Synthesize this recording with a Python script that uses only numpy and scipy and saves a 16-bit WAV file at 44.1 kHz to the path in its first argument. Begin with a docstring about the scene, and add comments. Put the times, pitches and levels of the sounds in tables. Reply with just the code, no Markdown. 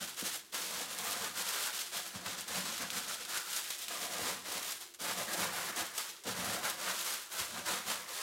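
"""Broken cookies in a plastic bag crunch under a wooden rolling pin pushed back and forth.
With each shove the plastic crinkles in tiny pops, the crumbs crack and grind, and the pin jolts over
lumps, making the kitchen worktop rumble. Now and then the pin bumps down, or a fold or a cookie gives
way with a sharp snap. It is heard close up, in mono, in a small, hard kitchen with a faint hum."""
import sys
import numpy as np
from scipy import signal
from scipy.fft import rfft, irfft, next_fast_len
from scipy.io import wavfile
from scipy.ndimage import map_coordinates

SR = 44100
rng = np.random.default_rng(int(sys.argv[2]) if len(sys.argv) > 2 else 0)


def store_wav(level_fs):
    """Save 16-bit WAV to argv[1]."""
    pcm = np.round(np.clip(np.atleast_2d(level_fs), -1, 1) * 32767)
    wavfile.write(sys.argv[1], SR, pcm.T.astype(np.int16))


N = 362766

# each shove of the pin: start/s, length/s, swell from start to end/dB, creasing of the plastic/dB,
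# its high sheen relative to the creasing/dB, crumbling/dB, jolting of the pin/dB
SHOVES = [(0.0, 0.056, -12, -38.5, -7.5, -45, -56.0), (0.046, 0.048, 6, -46, -8, -59, -63),
          (0.16, 0.049, -2.0, -38.5, -6.5, -50, -54.5), (0.234, 0.085, -12.5, -36.5, -7.5, -48.5, -53.0),
          (0.323, 0.079, -28, -45, -1.5, -54.5, -58), (0.517, 0.13, -1.0, -39, -6, -46.5, -56.5),
          (0.655, 0.17, 5, -41, -7, -47, -53), (0.872, 0.08, 2, -44.5, -6.5, -51, -56.5),
          (0.96, 0.168, 5.5, -42.5, -3.5, -45, -54.5), (1.134, 0.14, 2.5, -42.0, -7, -47, -54.5),
          (1.326, 0.087, 10, -41.5, -6.5, -46.5, -57.5), (1.442, 0.23, 2, -39.0, -5, -43, -62),
          (1.718, 0.11, 0, -39.5, -6.0, -51.0, -61), (1.904, 0.075, 5.5, -39.5, -7.5, -48.5, -54.5),
          (2.038, 0.021, 6.5, -46.5, -5, -52.5, -57), (2.13, 0.027, 4.5, -45, -12, -47, -51.5),
          (2.232, 0.1, -1, -42, -11, -45.5, -56), (2.357, 0.042, -2.0, -42, -8, -52.5, -56.5),
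          (2.458, 0.13, 9, -41.0, -6.5, -45.5, -53.5), (2.632, 0.14, -4, -39, -10, -46.5, -55),
          (2.784, 0.067, -5, -40, -11, -43, -51.5), (2.896, 0.086, 10.5, -41, -7, -46.5, -57),
          (3.061, 0.08, -0.5, -39, -9.5, -47.0, -61), (3.186, 0.035, 1, -42, -13, -52, -58.5),
          (3.268, 0.1, 5.0, -39.5, -6, -44.5, -66), (3.444, 0.15, 5.5, -41.0, -5, -49, -69),
          (3.607, 0.15, 0, -44.0, -7.0, -57.5, -71), (3.762, 0.079, 2, -43, -7.0, -59.0, -64.0),
          (3.875, 0.11, 0.5, -43, -7.0, -47.5, -54), (3.993, 0.057, -1, -38.5, -6.5, -45, -45.5),
          (4.081, 0.22, 8.5, -41.0, -7, -44.5, -48.5), (4.43, 0.15, 6, -42.5, -5.5, -47, -52.5),
          (4.603, 0.11, 3, -42.5, -4, -52.5, -62), (4.795, 0.093, -15.5, -48.5, -7, -59, -67),
          (4.985, 0.13, 4.0, -39.5, -6.0, -45.0, -48), (5.151, 0.072, 1, -40, -5.5, -43.5, -46),
          (5.256, 0.091, 8.5, -43.5, -4, -44.5, -49), (5.36, 0.091, 3.0, -42, -1, -38, -46),
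          (5.511, 0.19, 0, -43, -3, -43.5, -53), (5.749, 0.056, 3, -38.0, -6.5, -41.5, -47),
          (5.926, 0.086, 6, -42.5, -5, -48, -67), (6.067, 0.043, -7.5, -42, -11, -61, -64),
          (6.238, 0.056, 6.5, -41.5, -8, -44.5, -45.5), (6.343, 0.22, 4, -42.5, -4.5, -42.5, -49),
          (6.613, 0.073, -0.5, -39, -4, -39.5, -49.5), (6.759, 0.15, 10, -41.5, -6.5, -44.5, -53.5),
          (6.928, 0.1, 0.5, -40.5, -5.5, -48.5, -70), (7.038, 0.12, -1.5, -38, -5, -44, -59),
          (7.292, 0.077, 3.5, -45, -3, -47, -66), (7.366, 0.03, 0.5, -35.5, -5.5, -40, -53.5),
          (7.451, 0.14, 15.5, -49.5, -9, -51.5, -57), (7.64, 0.1, 3.5, -38, -5.5, -38.5, -50.0),
          (7.847, 0.07, 5.5, -39.0, -6.0, -42, -52.5), (8.01, 0.02, -4, -52, -8.0, -47, -65),
          (8.06, 0.165, 7.0, -43.5, -5.5, -48.5, -66)]
# the tone of crinkling plastic, of breaking crumbs and of the quiet room: f/Hz, level/dB
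PLASTIC_TONE = [(150, -27), (500, -24.5), (1300, -6.5), (2400, -4), (3300, -0.5), (5000, -2.5),
                (7500, -2.5), (10000, -4.5), (13000, -7), (16000, -12.5)]
CRUMB_TONE = [(120, -28), (400, -1.5), (1300, 3), (2400, -8), (4000, -3), (8000, -7), (16000, -28)]
ROOM_TONE = [(15, -24), (25, -35), (64, -2.5), (98, -2.5), (181, -13.5), (363, 8), (637, -5.5), (4870, -10),
             (10600, -21), (15000, -16)]
# the pitches at which the cookie heap, bag, pin and worktop ring: f/Hz, width/Hz, level/dB
HEAP_RINGS = [(505, 120, -4), (719, 140, -9.5), (840, 54, -1), (1024, 69, 2), (1204, 95, 1.5),
              (1530, 220, -8), (1612, 95, 1.5), (2060, 720, -4)]
BAG_RINGS = [(1375, 167, 4.5), (1604, 250, 1.5)]
PIN_RINGS = [(267.5, 14, -6.5), (341, 69, -6), (410, 28, -7.5), (484, 40, -1), (580, 42, -2), (710, 45, 1)]
WORKTOP_RINGS = [(57.7, 12, -22), (75, 12, -11.5), (103.7, 18, -7.5), (184.1, 13.3, 4), (229, 29, -1.5),
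                 (271.5, 15, -5.5)]
# how much of the grinding rasps in the bag, high while the pin works the near edge: t/s, share (0-1)
RASP_SHARE = [(0, 0.56), (.8, 0), (1.3, 0.26), (1.6, 0.44), (2.2, 0.17), (2.7, 0.16), (3.1, 0.7),
              (3.6, 0.6), (3.75, 0.3), (3.95, 0), (5.3, 0.15), (6.5, 0.23), (7.5, 0.25), (8.2, 0.03)]
# how much jolting reaches the worktop, little on a thick bed of cookies: t/s, level/dB
WORKTOP_LOAD = [(0, 3), (0.2, -20), (0.55, -8), (0.7, -7.5), (1.25, -6), (1.6, -6), (1.9, -11), (2.1, -4),
                (3.3, -2.5), (3.7, -8), (4.05, -15), (4.25, -8.5), (5.1, -11), (5.5, -7.5), (6.0, -12),
                (6.45, -3), (7.1, -10.5), (7.5, -4.5), (7.9, -4.5), (8.2, -13.5)]
# how long the kitchen echoes (t60 is the time to fade by 60 dB): f/Hz, t60/s
ROOM_FADE = [(100, 0.85), (500, 0.13), (3000, 0.57), (8000, 0.093), (15000, 0.35)]
# the pin bumps down through the crumbs: t/s, relative level/dB, f/Hz
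BUMPS = [(0.222, -28.5, 290), (2.151, -31.5, 120), (2.258, -42, 129), (2.572, -33, 200), (4.189, -31, 450),
         (4.211, -33, 90.6), (5.401, -32, 84), (5.798, -40, 84), (6.28, -42, 400), (6.29, -31, 105),
         (6.377, -36, 109), (6.468, -33, 109), (7.395, -35, 96)]
# a fold or a cookie gives way: t/s, level/dB, f/Hz, relative level of the crackle that follows/dB
SNAPS = [(0.2604, -30, 5200, -7), (0.356, -25, 10000, -13), (0.5265, -40, 3700, -3),
         (0.544, -35.5, 4200, 1), (0.987, -24.5, 8500, -10.5), (1.2447, -24, 6800, -11),
         (1.3744, -29, 4900, -4), (1.968, -25.5, 4000, -7), (2.262, -29, 3500, -7),
         (2.311, -31.5, 4930, -9), (2.3972, -30, 5300, -16), (2.409, -22, 8900, -18),
         (2.481, -32.5, 7300, -5), (2.4963, -34, 7400, -20), (2.7792, -26, 3500, -8.5),
         (2.9033, -22.5, 3320, -14), (3.251, -31, 4100, -10), (3.374, -18.5, 7800, -11),
         (3.53, -28, 8200, -8), (3.564, -27, 8000, -3), (3.704, -30, 7260, -0.5), (3.882, -29.5, 2500, -4),
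         (4.03, -29, 4900, -14), (4.721, -24.5, 6000, -8), (4.9395, -39, 6900, -8), (4.947, -31, 8760, -18),
         (5.0029, -32, 6800, -13), (5.178, -30, 4500, -8), (5.333, -29, 7000, -1), (5.762, -25, 8000, -9),
         (5.9796, -23.5, 5140, -4), (6.2374, -39, 8500, -2), (6.6995, -18.5, 9900, -13.5),
         (7.396, -27, 5000, -6), (7.6563, -37, 4470, -13), (7.9, -28, 5000, -5)]

ATTACK_S, EASE_T60_S = 0.031, 0.092  # a shove takes hold quickly and drops as the hands ease off
SETTLE_SHARE = 0.57  # the part of its power that is left to fade slowly
SETTLE_T60_S, PIN_T60_S = 0.6, 0.44  # the crumbs settle; the pin comes to rest sooner
HUM_HZ, SHEEN_HZ, TOP_HZ = 345, 8300, 15850


def amp(db):
    """Turn decibels into a number to multiply by."""
    return 10 ** (np.asarray(db) / 20)


def unit(x):
    """Scale x to an average power of 1."""
    return x / np.sqrt(np.mean(x ** 2) + 1e-20)


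def along(points, hz):
    """Read between a table's frequencies, giving each octave equal room."""
    f, values = np.transpose(points)
    return np.interp(np.log(hz + 1), np.log(f), values)


def curve(points):
    """Join (time, value) points with straight lines, one value per sample."""
    return np.interp(np.arange(N) / SR, *np.transpose(points))


def wobble(rate):
    """A smooth random curve through rate points a second."""
    return map_coordinates(rng.standard_normal(N // 20), [np.arange(N) * rate / SR], mode="wrap")


def add(track, start_s, sound):
    """Mix a sound into a track at the given time."""
    part = track[max(round(start_s * SR), 0):][:len(sound)]
    part += sound[:len(part)]


def filtered(x, response):
    """Multiply each frequency in x by response(hz)."""
    size = next_fast_len(N + SR // 2)
    return irfft(rfft(x, size) * response(np.fft.rfftfreq(size, 1 / SR)), size)[:N]


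def coloured(x, tone):
    """Give x the tone in a table while clicks keep their sharp starts."""
    size = 2 ** 12
    gains = amp(along(tone, np.fft.rfftfreq(size, 1 / SR)))
    cepstrum = irfft(np.log(gains))
    cepstrum[1:size // 2] *= 2  # fold the filter so it rings only after a click, never before
    cepstrum[size // 2 + 1:] = 0
    return signal.fftconvolve(x, irfft(np.exp(rfft(cepstrum))))[:N]


def resonate(x, rings):
    """Let x shake an object that rings at its own pitches."""
    return filtered(x, lambda f: sum(
        (-1) ** k * amp(db) * 1j * f * width / (hz * hz - f * f + 1j * f * width)
        for k, (hz, width, db) in enumerate(rings)))


def crackle(rate, spread_db):
    """Tiny cracks at random moments, about rate a second; spread_db sets how much their sizes vary."""
    happens = rng.random(N) < rate / SR
    size = amp(spread_db * np.clip(rng.standard_normal(N), -2, 2)) * rng.choice([-1, 1], N)
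    return unit(happens * size / np.sqrt(rate + 1))


def shoving(levels_db, t60):
    """Strength over time: each shove takes hold, grows or shrinks, eases off and settles."""
    t = np.arange(0, N / SR, 0.002)
    power = np.zeros(len(t))
    for (start, length, swell_db, *_), db in zip(SHOVES, levels_db):
        progress = np.clip((t - start) / length, 0, 1)
        push = np.clip((t - start) / ATTACK_S, 0, 1) * amp(db + swell_db * (progress - .5))
        after = np.clip(t - start - length, 0, 2)
        easing = (1 - SETTLE_SHARE) * amp(-60 * after / EASE_T60_S) ** 2
        settling = SETTLE_SHARE * amp(-60 * after / t60) ** 2
        power += push ** 2 * (easing + settling)
    return np.interp(np.arange(N) / SR, t, np.sqrt(power + 1e-12))


def bag_crinkle():
    """Creases pop in flurries; harder creasing makes more pops, and tight plastic sounds brighter."""
    *_, creasing_db, sheen_db, _, _ = np.transpose(SHOVES)
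    effort = shoving(creasing_db, SETTLE_T60_S)
    sheen = shoving(creasing_db + sheen_db, SETTLE_T60_S)
    pops = crackle(rate=4200 * np.sqrt(unit(effort)), spread_db=3)
    pops *= amp(1.46 * wobble(170) + 0.77 * wobble(40))
    rub = amp(-4) * rng.standard_normal(N)  # plastic sliding over plastic and crumbs
    # one fold tips its neighbours: a thin spray of clicks that starts at once and quickly dies
    folds = crackle(rate=32, spread_db=0.5) ** 2
    flurries = signal.lfilter([1], [1, -np.exp(-1 / (0.0072 * SR))], folds)
    clicks = np.sqrt(flurries) * crackle(rate=5000, spread_db=18)
    spray = amp(-6) * unit(np.diff(clicks, prepend=0))
    crinkle = unit(coloured(pops + rub + spray, PLASTIC_TONE))
    treble = filtered(crinkle, lambda hz: 1 / (1 + (SHEEN_HZ / (hz + 1)) ** 6))
    return amp(-1) * (effort * (crinkle - treble) + amp(5) * sheen * treble)


def cookie_crunch():
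    """Crumbs break, and their grinding makes the heap and the bag ring."""
    *_, crumbling_db, _ = np.transpose(SHOVES)
    effort = shoving(crumbling_db, SETTLE_T60_S)
    breaks = crackle(rate=1800 * np.sqrt(unit(effort)), spread_db=4) * amp(0.39 * wobble(70))
    surges = amp(2.1 * wobble(45))  # lumps collapse one after another
    grinding = crackle(rate=3500, spread_db=3) * surges
    scraping = crackle(rate=2000, spread_db=2) * surges
    share = curve(RASP_SHARE)
    heap = np.sqrt(1 - share) * unit(resonate(grinding, HEAP_RINGS))
    rasp = np.sqrt(share) * unit(resonate(scraping, BAG_RINGS))
    return effort * (amp(-4) * unit(coloured(breaks, CRUMB_TONE)) + amp(-3) * (heap + rasp))


def rolling_rumble():
    """The pin jolts over lumps, shaking itself and the worktop."""
    *_, jolting_db = np.transpose(SHOVES)
    pin = amp(-1) * unit(resonate(crackle(rate=1600, spread_db=3), PIN_RINGS))
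    worktop = amp(0.5) * unit(resonate(crackle(rate=500, spread_db=7.5), WORKTOP_RINGS))
    return shoving(jolting_db, PIN_T60_S) * (pin + amp(curve(WORKTOP_LOAD)) * worktop)


def background():
    """Quiet room noise and the faint hum of an appliance."""
    hum = np.sqrt(2) * np.sin(2 * np.pi * HUM_HZ * np.arange(N) / SR + .3 * wobble(3.6))
    return amp(-67.5) * unit(coloured(rng.standard_normal(N), ROOM_TONE)) + amp(-74) * hum


def blurred_echoes(x, db, t60, top_hz):
    """Each crease pops in its own place, so the echoes blur into a fading hiss, duller above top_hz."""
    keep = amp(-120 / (t60 * SR))  # energy left after one sample
    energy = signal.lfilter([1 - keep], [1, -keep], x ** 2)
    hiss = coloured(rng.standard_normal(N), PLASTIC_TONE)
    dulled = filtered(hiss, lambda hz: 1 / np.hypot(1, hz / top_hz))
    return amp(db) * np.sqrt(np.abs(energy)) * unit(dulled)


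def click_echo(early_db, tail_db):
    """The room's answer to one click: quick echoes off worktop, tins and wall, and a fading tail."""
    hz, t, noise = signal.stft(rng.standard_normal(SR // 3), SR, nperseg=256)
    fade = amp(-60 * t / along(ROOM_FADE, hz)[:, None])
    _, tail = signal.istft(noise * fade, SR, nperseg=256)
    t = np.arange(len(tail)) / SR
    early = rng.standard_normal(len(t)) * (rng.random(len(t)) < .05) * amp(-60 * t / 0.035)
    echo = amp(early_db) * early / np.linalg.norm(early) + amp(tail_db) * tail / np.linalg.norm(tail)
    return np.pad(echo, (SR // 1000, 0))


def kitchen_echoes(x, early_db, tail_db, stretches):
    """The echoes change as pin and hands move, so each short stretch of x gets its own."""
    echoes, hop = np.zeros(N), N // stretches + 1
    for start in range(0, N, hop):
        add(echoes, start / SR, signal.fftconvolve(x[start:start + hop], click_echo(early_db, tail_db)))
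    return echoes


def pin_bumps():
    """The pin drops through the crumbs: the worktop thuds and the pin knocks."""
    thuds, knocks = np.zeros((2, N))
    t = np.arange(SR // 12) / SR
    for start, db, hz in BUMPS:
        blow = amp(db + 5) * np.sin(2 * np.pi * hz * t) * np.exp(-hz * t / 0.51)
        add(thuds, start, blow)
        add(knocks, start, blow * hz / 220)  # the harder the contact, the more the pin itself sounds
    return resonate(thuds, WORKTOP_RINGS) + resonate(knocks, PIN_RINGS)


def snaps():
    """A fold or cookie gives way: a sharp click, splintering crumbs and a run of cracks in the plastic."""
    clicks, splinters, runs = np.zeros((3, N))
    t = np.arange(SR // 4) / SR
    for start, db, hz, crackle_db in SNAPS:
        cycles = hz * t
        pulse = 2 * cycles * np.exp(1 - 2 * cycles)  # lasts only a wave or two
        add(clicks, start, amp(db) * np.sin(2 * np.pi * cycles) * pulse)
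        add(splinters, start, amp(db + crackle_db - 14 - 60 * t / 0.064))
        add(runs, start, amp(db + crackle_db - 4 - 60 * t / 0.061))
    cookie = unit(coloured(crackle(rate=3000, spread_db=2), CRUMB_TONE))
    plastic = unit(coloured(crackle(rate=6000, spread_db=1), PLASTIC_TONE))
    return clicks + splinters * cookie + runs * plastic


def scene():
    """Bag, cookies, pin and worktop in the kitchen, the same in both channels."""
    crisp = bag_crinkle() + snaps()
    body = cookie_crunch() + rolling_rumble() + pin_bumps()
    near = blurred_echoes(crisp, db=-5.5, t60=0.055, top_hz=18000)  # off the worktop and tins
    far = blurred_echoes(crisp, db=-12, t60=0.35, top_hz=9000)  # off the walls
    room = kitchen_echoes(body, early_db=-13, tail_db=-7.5, stretches=100)
    mono = crisp + near + far + body + room + background()
    return np.array([mono, mono])


def record(dry):
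    """Cut away the highest treble, above TOP_HZ."""
    return np.array([filtered(channel, lambda hz: hz < TOP_HZ) for channel in dry])


dry = scene()
out = record(dry)
store_wav(out)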